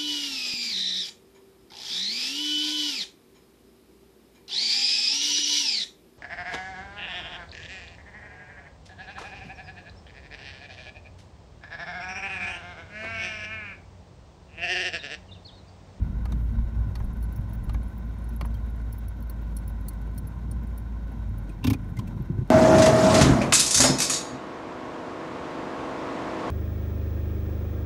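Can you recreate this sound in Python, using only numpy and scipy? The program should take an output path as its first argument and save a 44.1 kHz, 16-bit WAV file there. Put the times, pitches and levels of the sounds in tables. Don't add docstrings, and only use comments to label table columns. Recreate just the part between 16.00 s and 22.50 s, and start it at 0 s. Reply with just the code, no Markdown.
import sys
import numpy as np
from scipy import signal
from scipy.fft import rfft, irfft, next_fast_len
from scipy.io import wavfile

SR = 44100
rng = np.random.default_rng(int(sys.argv[2]) if len(sys.argv) > 2 else 0)


def int16_out(signal):
    q = np.round(np.clip(np.atleast_2d(signal).T, -1, 1) * 32767)
    wavfile.write(sys.argv[1], SR, q.astype(np.int16))


def gain_from_db(level_db):
    decades = np.asarray(level_db, float) / 20
    return 10 ** decades


N = 286764

# (time [s], firing tone [Hz], level [dB])
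ENGINE_CURVE = [(0.0, 56.52, -31), (1.6, 55.67, -29), (2.0, 56.22, -32.5), (2.48, 55.78, -29),
                (3.29, 55.56, -33), (3.55, 54.26, -29), (3.89, 52.1, -32), (4.11, 54.53, -32),
                (4.36, 57.66, -36.5), (4.5, 58.6, -29.5), (4.8, 56.2, -31), (5.14, 55.94, -33.5),
                (5.23, 54.4, -31.5), (5.45, 48.1, -32.5), (5.7, 46.75, -38), (6.5, 46.93, -39)]
# (multiple of the firing tone [times], level [dB])
ENGINE_OVERTONES = [(2.0, -38), (4.0, -24.5)]
# (time [s], spread [s], change of the drone [dB])
DRONE_SWELLS = [(.025, 0.0066, 14), (.1, 0.04, -4), (.36, 0.048, 4.5), (.49, 0.036, 4), (.6, 0.039, 6.5),
                (.71, 0.023, -7), (.8, 0.042, 5), (.92, 0.039, -2), (1.04, 0.018, 1.5), (1.13, 0.027, -4),
                (1.24, 0.025, 5), (1.38, 0.066, -3.5), (1.5, 0.049, -5), (1.65, 0.019, -14),
                (1.8, 0.053, 5), (1.92, 0.015, -10), (5.97, 0.07, 0), (6.05, 0.029, 1), (6.22, 0.033, -3)]
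# (lowest [Hz], highest [Hz])
ROAD_BANDS_HZ = [(28, 51.8), (72, 114), (115, 214)]
# (level on zero-dB ground [dB], share of the roughness that is passed on [0-1])
ROAD_STRENGTHS = [(-45, 0.97), (-31.5, 0.8), (-43.5, 0.22)]
# (time [s], roughness [dB])
GROUND_CURVE = [(0.0, 2.5), (.6, 2.5), (1.0, -0.5), (1.9, -11), (2.3, -9.5), (3.6, -10), (4.4, -10.5),
                (5.0, -10.5), (5.6, -16), (6.5, -12.5)]
# (time [s], spread [s], heave [dB], boom [dB], rumble [dB])
BODY_JOLTS = [(.19, 0.065, 13, -1.5, 1.5), (.33, 0.031, -15, -8, 8), (.62, 0.11, 13.5, -2.5, -1),
              (1.03, 0.081, 15.5, -4.5, 3), (1.4, 0.011, 22, 6.5, 8), (1.62, 0.074, 19, -0.5, 3.5),
              (1.8, 0.069, 23, 5.5, 4), (2.9, 0.27, 8, 0.5, -5), (3.5, 0.028, 3, -6, 6.5),
              (4.2, 0.069, 3, 4, 4.5), (4.5, 0.1, 4, 1.5, 8), (5.3, 0.22, -1, 3, 0),
              (5.7, 0.045, -3, 16, 15), (6.0, 0.25, 7, 8, 7.5), (6.035, .015, 0, -11, 0.5),
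              (6.36, 0.067, -1, 7.5, 5), (6.46, 0.011, 1, -4, -6)]
# (frequency [Hz], level per Hz [dB])
BLOWER_COLOUR = [(120, -11), (200, 0), (320, -10.5), (400, -16.5), (829, -18.5), (1030, -22.5),
                 (1260, -27.5), (1490, -22.5), (1720, -30), (2140, -29), (2970, -37), (3760, -39.5),
                 (4770, -39.5), (15600, -54.5)]
# (frequency [Hz], width [Hz], change of the hiss [dB])
HISS_PEAKS = [(941, 44, 6.5), (1034, 77, 9), (1200, 86, 0), (1387, 87, 4.5), (1504, 98, 6), (1940, 270, 2),
              (2500, 75, -4), (3200, 114, 4), (3776, 300, 6), (550, 24, 3.5), (4810, 240, -10),
              (7900, 1050, -3.5), (10450, 600, -7.5), (13800, 3500, 3.5)]
# (time [s], spread [s], level [dB])
CLOTH_BRUSHES = [(.41, .065, -68.5), (1.0, .05, -76), (1.9, .08, -75), (2.6, .06, -76), (3.55, .08, -76),
                 (5.89, .013, -69.5), (6.15, .08, -78)]
# (time [s], peak [dB], tone [Hz])
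FLOOR_KNOCKS = [(2.425, -26, 155), (5.49, -27.5, 177.8), (5.499, -32, 307), (5.89, -46, 118),
                (5.985, -18, 107.6), (6.007, -26, 96), (6.164, -24.5, 85.8), (6.192, -30, 191),
                (6.201, -18.5, 122), (6.267, -33, 92.1), (6.301, -15, 160.3), (6.345, -22.5, 105),
                (6.111, -32, 95), (6.373, -29.5, 334), (6.294, -32, 350), (6.382, -13, 123.5),
                (6.411, -15.5, 124.9)]
# (time [s], peak [dB], tone [Hz], hiss [dB])
CATCH_CLICKS = [(2.542, -51.5, 3200, -66), (5.493, -46.5, 2500, -66), (5.492, -56, 8870, -80),
                (5.969, -35.5, 2070, -53.5), (5.990, -31, 1040, -51.5), (6.07, -48, 2600, -64),
                (6.077, -51.5, 2600, -57)]
# (frequency [Hz], level [dB], time to fall 60 dB [s])
CATCH_RASP_TONES = [(3600, 3, .001), (5500, 2.5, 0.0014), (7600, -6, 0.002), (8940, -5, 0.002),
                    (12600, -2.5, 0.002), (15000, -7, 0.0015)]
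# (time [s], peak [dB])
TRIM_SNAPS = [(.218, -56), (.918, -52), (1.025, -57), (4.017, -47.5), (4.148, -56), (5.818, -55),
              (5.846, -54), (6.476, -50)]
# (frequency [Hz], level [dB], time to fall 60 dB [s])
TRIM_TONES = [(6000, -4, .001), (8500, -3, .001), (11500, 0, .0008), (14500, 0, .0008)]
# (time [s], peak [dB], snap against the peak [dB])
RELAY_CLICKS = [
    (0.254, -36, -7.5),
    (0.322, -43, -4),
    (0.954, -36.5, -2.5),
    (1.002, -44, -15),
    (1.693, -35.5, -9),
    (1.7445, -36.5, -11),
    (2.41, -29.5, -8.5),
    (2.448, -39, -21),
]
# (frequency [Hz], level [dB], time to fall 60 dB [s])
TICK_TONES = [(650, -18.5, 0.021), (876, 8, 0.0073), (1226, -8.5, 0.067), (1430, -22, 0.0073),
              (1800, -5, 0.0097), (2125, -3, 0.012), (2710, -4.5, 0.0076), (3200, -19.5, 0.013)]
# (frequency [Hz], level [dB], time to fall 60 dB [s])
TOCK_TONES = [(727, -1, 0.042), (930, -13, 0.01), (1100, 7.5, 0.0086), (1440, -15, 0.011),
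              (1650, -10.5, 0.062), (2180, -6, 0.021)]
# (frequency [Hz], level [dB], time to fall 60 dB [s])
TICK_SNAP_TONES = [(3590, 1.5, 0.0018), (4400, 3, 0.0046), (5570, -8, 0.0024), (6130, -21, 0.01),
                   (7700, -25, 0.0021), (8240, -1.5, 0.00057), (11100, -3, 0.0012), (14100, -14, .002)]
# (frequency [Hz], level [dB], time to fall 60 dB [s])
TOCK_SNAP_TONES = [(2750, -9, .006), (3800, 1, 0.0045), (4430, -8, 0.003), (6240, 2, 0.0033),
                   (8000, -2, 0.0017), (10500, -4, 0.0012), (12800, -4, .0015)]
# (time [s], peak [dB], note [Hz])
SMALL_KEY_TOUCHES = [(0.2952, -62, 12600), (0.9911, -58, 11900), (1.044, -53, 12500), (1.1323, -58, 11800),
                     (1.1672, -52, 13200), (1.2244, -52, 12400), (1.3239, -51, 12000), (1.3593, -49, 12400),
                     (1.492, -60, 11900), (1.5324, -49, 12400), (1.7355, -56, 12200), (2.2887, -55, 12700),
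                     (2.3304, -63, 12400), (2.362, -48, 12000), (2.4548, -48, 12400), (2.6978, -58, 12990),
                     (2.9259, -44, 12200), (2.9637, -58, 13680), (2.982, -42, 11800), (3.0804, -50, 12400),
                     (3.1687, -61, 13100), (3.1864, -60, 11900), (3.2044, -54, 12600), (3.2241, -52, 12400),
                     (3.2715, -55, 12400), (3.2972, -36, 12600), (3.4176, -56, 12400), (3.5478, -58, 12600),
                     (3.5653, -41, 12600), (3.677, -49, 12200), (3.6924, -51, 12300), (3.8048, -63, 12500),
                     (3.8835, -32, 12400), (3.9335, -56, 12350), (4.0806, -64, 14200), (4.1604, -57, 12600),
                     (4.1764, -39, 11810), (4.2723, -51, 12400), (4.5126, -45, 12400), (4.6319, -54, 13900),
                     (4.778, -38, 12600), (5.1188, -62, 14000), (5.3817, -50, 12600), (6.2223, -50, 13000)]
# (frequency [Hz], level [dB], time to fall 60 dB [s])
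SMALL_KEY_TONES = [(12400, -17, 0.012), (12950, -8, .006), (13600, -9, .006), (14500, -10, .006)]
# (time [s], peak [dB], note [Hz])
KEY_PINGS = [(2.860, -66, 11200), (2.926, -52, 5500), (3.080, -58, 5500), (3.567, -50, 5560),
             (3.586, -55, 5500), (3.616, -62, 9300), (3.680, -61, 5400), (3.884, -50, 6260),
             (4.068, -65, 9300), (4.147, -63, 11590), (4.178, -50, 5420), (4.178, -51, 6300),
             (3.224, -58, 4400), (.604, -66, 15200), (1.044, -58, 9270), (1.19, -62, 15200),
             (1.296, -67, 12700), (1.408, -62, 11800), (1.632, -58, 11100), (2.089, -66, 11500),
             (2.089, -66, 15300), (2.138, -65, 12700), (2.184, -63, 9300), (2.219, -66, 9500),
             (2.219, -65, 11200), (2.473, -60, 6000), (2.541, -51.5, 4400), (2.543, -63, 9300),
             (2.543, -56, 11600), (2.568, -65, 15300), (2.66, -65, 9300), (2.76, -64, 9400),
             (2.815, -63, 9300), (3.296, -50, 4340)]
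# (time [s], long key [dB], fob [dB], flat key [dB], short key [dB])
KEY_CLINKS = [(1.0241, -70, -51, -71, -72), (1.044, -46.5, -69, -59, -66), (1.2263, -41.5, -51, -52, -51),
              (1.36, -46, -47, -67, -51), (1.533, -48, -49, -57, -55), (1.6395, -46, -59, -57.5, -61),
              (1.831, -49, -59, -58, -64), (2.2403, -51, -64, -58.5, -69), (2.29, -44.5, -48, -59, -61),
              (2.454, -40.5, -51, -59, -58), (2.926, -36, -51, -55, -51), (3.0823, -38.5, -53, -56, -53),
              (3.2237, -46.5, -57, -61, -57), (3.297, -44, -49, -45.5, -50),
              (3.5666, -29.5, -41, -37.5, -52), (3.678, -39, -53, -56, -52), (3.8837, -29, -53, -33.5, -47),
              (3.9328, -54, -53, -58, -59), (4.179, -42, -39, -42, -48), (4.2721, -36.5, -54, -63, -64),
              (4.512, -43, -49, -45, -57), (4.67, -56, -65, -58, -66), (4.778, -46, -53, -52, -60),
              (5.382, -53, -61, -61, -61)]
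# (time [s], long key [dB], short key [dB])
KEY_GRAZES = [(.2956, -70, -72), (.631, -56, -78), (2.545, -57, -59), (.9911, -55, -70),
              (1.1314, -49.5, -75), (1.1672, -59, -69), (1.2075, -58, -64), (1.238, -40.5, -62),
              (1.324, -45.5, -56), (1.3744, -58, -60), (1.4082, -54, -77), (1.493, -50, -73),
              (1.5494, -51, -55), (1.735, -50, -71), (1.8799, -50, -75), (1.9779, -54, -57),
              (2.0527, -60, -67), (2.1844, -52, -66), (2.3326, -57, -60), (2.362, -44, -62),
              (2.6993, -51, -75), (2.7594, -57, -66), (2.815, -56, -69), (2.9404, -54, -65),
              (2.981, -45, -55), (3.418, -68, -60), (3.585, -40, -63), (3.6944, -42, -62),
              (3.8072, -54, -67)]
# (time [s], long key [dB])
KEY_TOUCHES = [(.03, -62), (.522, -63), (.606, -63), (.8838, -60), (2.66, -55), (4.07, -61), (4.191, -52),
               (4.70, -58), (4.795, -49), (5.069, -63), (5.118, -56), (5.289, -56), (4.57, -72)]
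# (frequency [Hz], level [dB], time to fall 60 dB [s])
KEY_TONES = [
    [(11200, 0, .022), (11450, -10, .012), (11030, -6, .022), (11800, -12, .008)],
    [(4340, 0, .028)],
    [(5510, -4, .022), (6260, -11, .02)],
    [(9300, 0, .024), (8930, -16, .015)],
    [(15300, 0, .024), (14800, -9, .01), (15700, -12, .006)],
]
# (time [s], pawl peak [dB], hiss [dB], note of the tooth [Hz], note level [dB])
BRAKE_TEETH = [
    (5.642, -21.5, -36.5, 2690, -27),
    (5.67, -22, -31.5, 2430, -27),
    (5.7014, -24, -33.5, 2360, -29),
    (5.7323, -27.5, -36, 2424, -27.5),
]
# (frequency [Hz], level [dB], time to fall 60 dB [s])
PAWL_TONES = [(774, -5, 0.022), (1040, -5.5, 0.042), (1260, -11, 0.012), (1470, -14, .03),
              (1724, -17.5, 0.046), (2240, -14.5, 0.066), (2750, -7, 0.024), (3366, -1.5, 0.0062),
              (3670, -7, 0.0083), (4240, -18, 0.0051)]
# (frequency [Hz], level [dB], time to fall 60 dB [s])
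TOOTH_RASP_TONES = [(4500, 4, 0.0011), (5800, 0.5, 0.0014), (7260, -12, 0.00097), (9210, -7.5, 0.0046),
                    (11200, -5.5, 0.0034), (13400, -0.5, 0.0017), (15200, -11, 0.0022)]
# (time [s], push [dB])
LEVER_PUSHES = [(5.6464, -18), (5.6747, -16.5), (5.693, -24.5), (5.7021, -21), (5.7122, -18.5),
                (5.737, -26.5), (5.743, -26)]
# (frequency [Hz], level [dB], time to fall 60 dB [s])
LEVER_TONES = [(105, -10, 0.16), (134, -4, 0.18), (199, -30, 0.051), (255, 6.5, 0.087), (297, 2, 0.047),
               (369, -8.5, 0.058), (448, -7.5, 0.042), (626, -14, 0.048)]

EVEN_DB, SCATTER_DB, KEY_SCATTER_DB = 0, 1.5, 2.2


def rms_one(x):
    return x / np.sqrt(np.mean(x ** 2) + 1e-20)


def in_time(rows):
    s, *columns = np.transpose(rows)
    return [np.interp(np.arange(N) / SR, s, column) for column in columns]


def swells(rows):
    s, spread, *columns = np.transpose(rows)
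    t = np.arange(0, N, 32) / SR
    bells = np.exp(-.5 * ((t[:, None] - s) / spread) ** 2)
    return [np.interp(np.arange(N) / SR, t, bells @ column) for column in columns]


def drift(rate):
    r = np.exp(-80 * np.pi * rate / SR)
    noise = rng.standard_normal(N // 40 + 2002)
    slow = signal.lfilter([1], [1, -2 * r, r * r], noise)[2000:]
    return np.interp(np.arange(N) / 40, np.arange(len(slow)), rms_one(slow))


def band(x, low_hz, high_hz, order=2):
    edges_hz = [low_hz, min(high_hz, SR * .49)]
    return signal.sosfilt(signal.butter(order, edges_hz, "band", fs=SR, output="sos"), x)


def ring(x, hz, t60):
    r, w = gain_from_db(-60 / (t60 * SR)), 2 * np.pi * hz / SR
    return signal.lfilter([0, np.sin(w)], [1, -2 * r * np.cos(w), r * r], x + 1e-18)


def strike(times, peaks_db, tones, chatter_s, spread_db):
    out, t = np.zeros(N), np.arange(1600) / SR
    first = round(min(times) * SR)
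    last = min(round((max(times) + .4) * SR), N)
    shape = t / chatter_s * np.exp(-1.4 * t / chatter_s)
    for hz, level_db, t60 in tones:
        draw = rng.standard_normal((len(times), 1601))
        chances, contacts = draw[:, 0], draw[:, 1:] * shape
        fed = np.abs(contacts @ np.exp(-2j * np.pi * hz * t)) ** 2
        contacts = contacts / np.sqrt(.75 * fed + .25 * np.sum(shape ** 2))[:, None]
        push = np.zeros(N + 1600)
        for s, db, contact, chance in zip(times, peaks_db, contacts, chances):
            push[round(s * SR):][:1600] += gain_from_db(db + level_db + spread_db * chance) * contact
        out[first:last] += ring(push[first:last], hz, t60)
    return out


def cabin(x):
    t = np.arange(4000) / SR
    fall = gain_from_db(-60 * t / .041)
    echoes = rng.standard_normal(4000) * fall * (t > .0015)
    return x + gain_from_db(-10) * signal.fftconvolve(x, echoes / np.linalg.norm(echoes))[:N]


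def blower():
    size = next_fast_len(N)
    hz = np.maximum(np.arange(size // 2 + 1) * SR / size, 1)
    colour_hz, level_db = np.transpose(BLOWER_COLOUR)
    colour_db = np.interp(np.log(hz), np.log(colour_hz), level_db)
    for peak_hz, width_hz, db in HISS_PEAKS:
        colour_db += db / (1 + (2 * (hz - peak_hz) / width_hz) ** 4)
    air = rfft(rng.standard_normal(size)) * gain_from_db(colour_db)
    out, gusts = 0, drift(27.0)
    for octave in range(7, 15):
        share = np.cos(np.pi / 2 * np.clip(np.log2(hz) - octave, -1, 1)) ** 2
        out = out + irfft(air * share, size)[:N] * gain_from_db(1.0 * gusts + 0.66 * drift(18.5))
    return gain_from_db(-52) * out / np.std(band(out, 400, 2500))


def road():
    out, bumps = 0, drift(4.2)
    rough_db, = in_time(GROUND_CURVE)
    for (low_hz, high_hz), (level_db, share), jolt_db in zip(
            ROAD_BANDS_HZ, ROAD_STRENGTHS, swells(BODY_JOLTS)):
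        shake = band(rng.standard_normal(N + SR), low_hz, high_hz)[SR:]
        shake = rms_one(shake * gain_from_db(0.61 * bumps + 1.0 * drift(2.9)))
        out = out + gain_from_db(level_db + share * rough_db + jolt_db) * shake
    return out


def engine():
    hz, level_db = in_time(ENGINE_CURVE)
    phase = 2 * np.pi * np.cumsum(hz * (1 + 0.0042 * drift(7.5))) / SR
    tone = gain_from_db(1.1 * drift(9.0) + 0.8 * drift(5.5)) * np.sin(phase)
    for multiple, db in ENGINE_OVERTONES:
        tone += gain_from_db(db + 5.6 * drift(7.9)) * np.sin(multiple * phase)
    return np.sqrt(2) * gain_from_db(level_db + swells(DRONE_SWELLS)[0]) * tone


def cloth():
    t = np.arange(N) / SR
    swell = sum(gain_from_db(db) * np.exp(-.5 * ((t - s) / spread) ** 2) for s, spread, db in CLOTH_BRUSHES)
    hiss = rms_one(band(rng.standard_normal(N), 10200, 15500, order=1))
    return swell * gain_from_db(2.5 * drift(25.0)) * hiss


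def knocks():
    rings = 0
    for s, db, hz in FLOOR_KNOCKS:
        tones = [(hz, 0, .08), (195, -18, .08), (270, -20, .08), (355, -15, .08)]
        rings = rings + strike([s - .005], [db], tones, chatter_s=0.0063, spread_db=EVEN_DB)
    return band(rings, 58, 334, order=3)


def catches():
    s, peak_db, note_hz, hiss_db = np.transpose(CATCH_CLICKS)
    notes = 0
    for at, db, hz in zip(s, peak_db, note_hz):
        tones = [(hz, 0, .03), (3000, -6, .002)]
        notes = notes + strike([at + 0.00097], [db], tones, chatter_s=0.004, spread_db=EVEN_DB)
    rasp = strike(s - .002, hiss_db + 15.0, CATCH_RASP_TONES, chatter_s=0.0044, spread_db=SCATTER_DB)
    return notes + rasp


def trim():
    s, db = np.transpose(TRIM_SNAPS)
    return strike(s - .001, db, TRIM_TONES, chatter_s=0.0017, spread_db=SCATTER_DB)


def relay():
    s, peak_db, snap_db = np.transpose(RELAY_CLICKS)
    close_s, release_s = s[::2], s[1::2]
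    snap_db = peak_db + snap_db + 3
    tick = strike(close_s + 0.00045, peak_db[::2] - 2.5, TICK_TONES,
                  chatter_s=0.0034, spread_db=SCATTER_DB)
    tock = strike(release_s - .001, peak_db[1::2] + .7, TOCK_TONES,
                  chatter_s=.004, spread_db=SCATTER_DB)
    tick_snap = strike(close_s - .0005, snap_db[::2], TICK_SNAP_TONES,
                       chatter_s=.003, spread_db=SCATTER_DB)
    tock_snap = strike(release_s - .002, snap_db[1::2], TOCK_SNAP_TONES,
                       chatter_s=.0035, spread_db=SCATTER_DB)
    return tick + tock + tick_snap + tock_snap


def small_key():
    s, db, _ = np.transpose(SMALL_KEY_TOUCHES)
    out = strike(s - .001, db + 2, SMALL_KEY_TONES, chatter_s=0.0026, spread_db=KEY_SCATTER_DB)
    for at, level_db, hz in SMALL_KEY_TOUCHES:
        out += strike([at - .001], [level_db - 4.0], [(hz, 0, .018)], chatter_s=0.0023, spread_db=EVEN_DB)
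    for at, level_db, hz in KEY_PINGS:
        out += strike([at], [level_db], [(hz, 0, .025)], chatter_s=0.0017, spread_db=EVEN_DB)
    return out


def keys():
    clink_s, long_db, fob_db, flat_db, short_db = np.transpose(KEY_CLINKS)
    ring_db = -68 + .9 * (flat_db + 57)
    touches = [(s, db, db - 17) for s, db in KEY_TOUCHES]
    graze_s, thin_db, tip_db = np.transpose(list(KEY_GRAZES) + touches)
    leak_db = thin_db - 26
    s = np.r_[clink_s, graze_s, clink_s - .018]
    clinks_db = [long_db, ring_db, fob_db, flat_db, short_db]
    grazes_db = [thin_db, leak_db - 5, leak_db, leak_db + 6.0, tip_db]
    forces_db = [np.r_[hard, soft, hard - 40] for hard, soft in zip(clinks_db, grazes_db)]
    offsets_db = [-5.0, 3.5, -4.0, 0.5, 7.0]
    rings = 0
    for db, offset_db, tones in zip(forces_db, offsets_db, KEY_TONES):
        rings = rings + strike(s - .001, db + offset_db, tones, chatter_s=0.0032, spread_db=KEY_SCATTER_DB)
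    click_tones = [(6760, -27, 0.0018), (10200, -19, 0.0015), (12400, 0, .0015), (15000, -7, .002)]
    click = strike(s - .001, forces_db[0] - 15, click_tones, chatter_s=.0025, spread_db=SCATTER_DB)
    return rings + click


def lever_thump():
    s, db = np.transpose(LEVER_PUSHES)
    push, soft = np.zeros(N), np.exp(-1 / (0.00028 * SR))
    push[(s * SR).astype(int)] = gain_from_db(db - 1.0)
    push = signal.lfilter([(1 - soft) ** 2], [1, -2 * soft, soft ** 2], push + 1e-18)
    thump = 0
    for k, (hz, level_db, t60) in enumerate(LEVER_TONES):
        thump = thump + (-1) ** k * gain_from_db(level_db) * ring(push, hz, t60)
    return band(thump, 51, 860)


def handbrake():
    s, pawl_db, hiss_db, note_hz, note_db = np.transpose(BRAKE_TEETH)
    pawl = strike(s - .002, pawl_db - 3.0, PAWL_TONES, chatter_s=0.0059, spread_db=SCATTER_DB)
    for at, hz, db in zip(s, note_hz, note_db):
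        pawl += strike([at], [db], [(hz, -1.5, .016)], chatter_s=0.0053, spread_db=EVEN_DB)
    rasp = strike(s - .002, hiss_db + 8.5, TOOTH_RASP_TONES, chatter_s=0.0049, spread_db=SCATTER_DB)
    squeak = strike([5.629], [-42], [(2720, 0, 0.091)], chatter_s=0.0063, spread_db=EVEN_DB)
    return cabin(pawl + rasp + squeak) + lever_thump()


def scene():
    bed = blower() + road() + engine() + cloth()
    small_sounds = cabin(catches() + trim() + relay() + small_key() + keys())
    return (bed + knocks() + small_sounds + handbrake())[None]


def band_limit(x):
    return signal.sosfilt(signal.butter(12, 16510, fs=SR, output="sos"), x)


def record(dry):
    fade_in = np.minimum(np.arange(N) / SR / .0001, 1)
    top_cut = signal.ellip(8, .5, 34, 15750, fs=SR, output="sos")
    bass_cut = signal.butter(2, 23, "high", fs=SR, output="sos")
    mix = signal.sosfilt(bass_cut, signal.sosfilt(top_cut, dry * fade_in))
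    return band_limit(mix)


dry = scene()
out = record(dry)
int16_out(out)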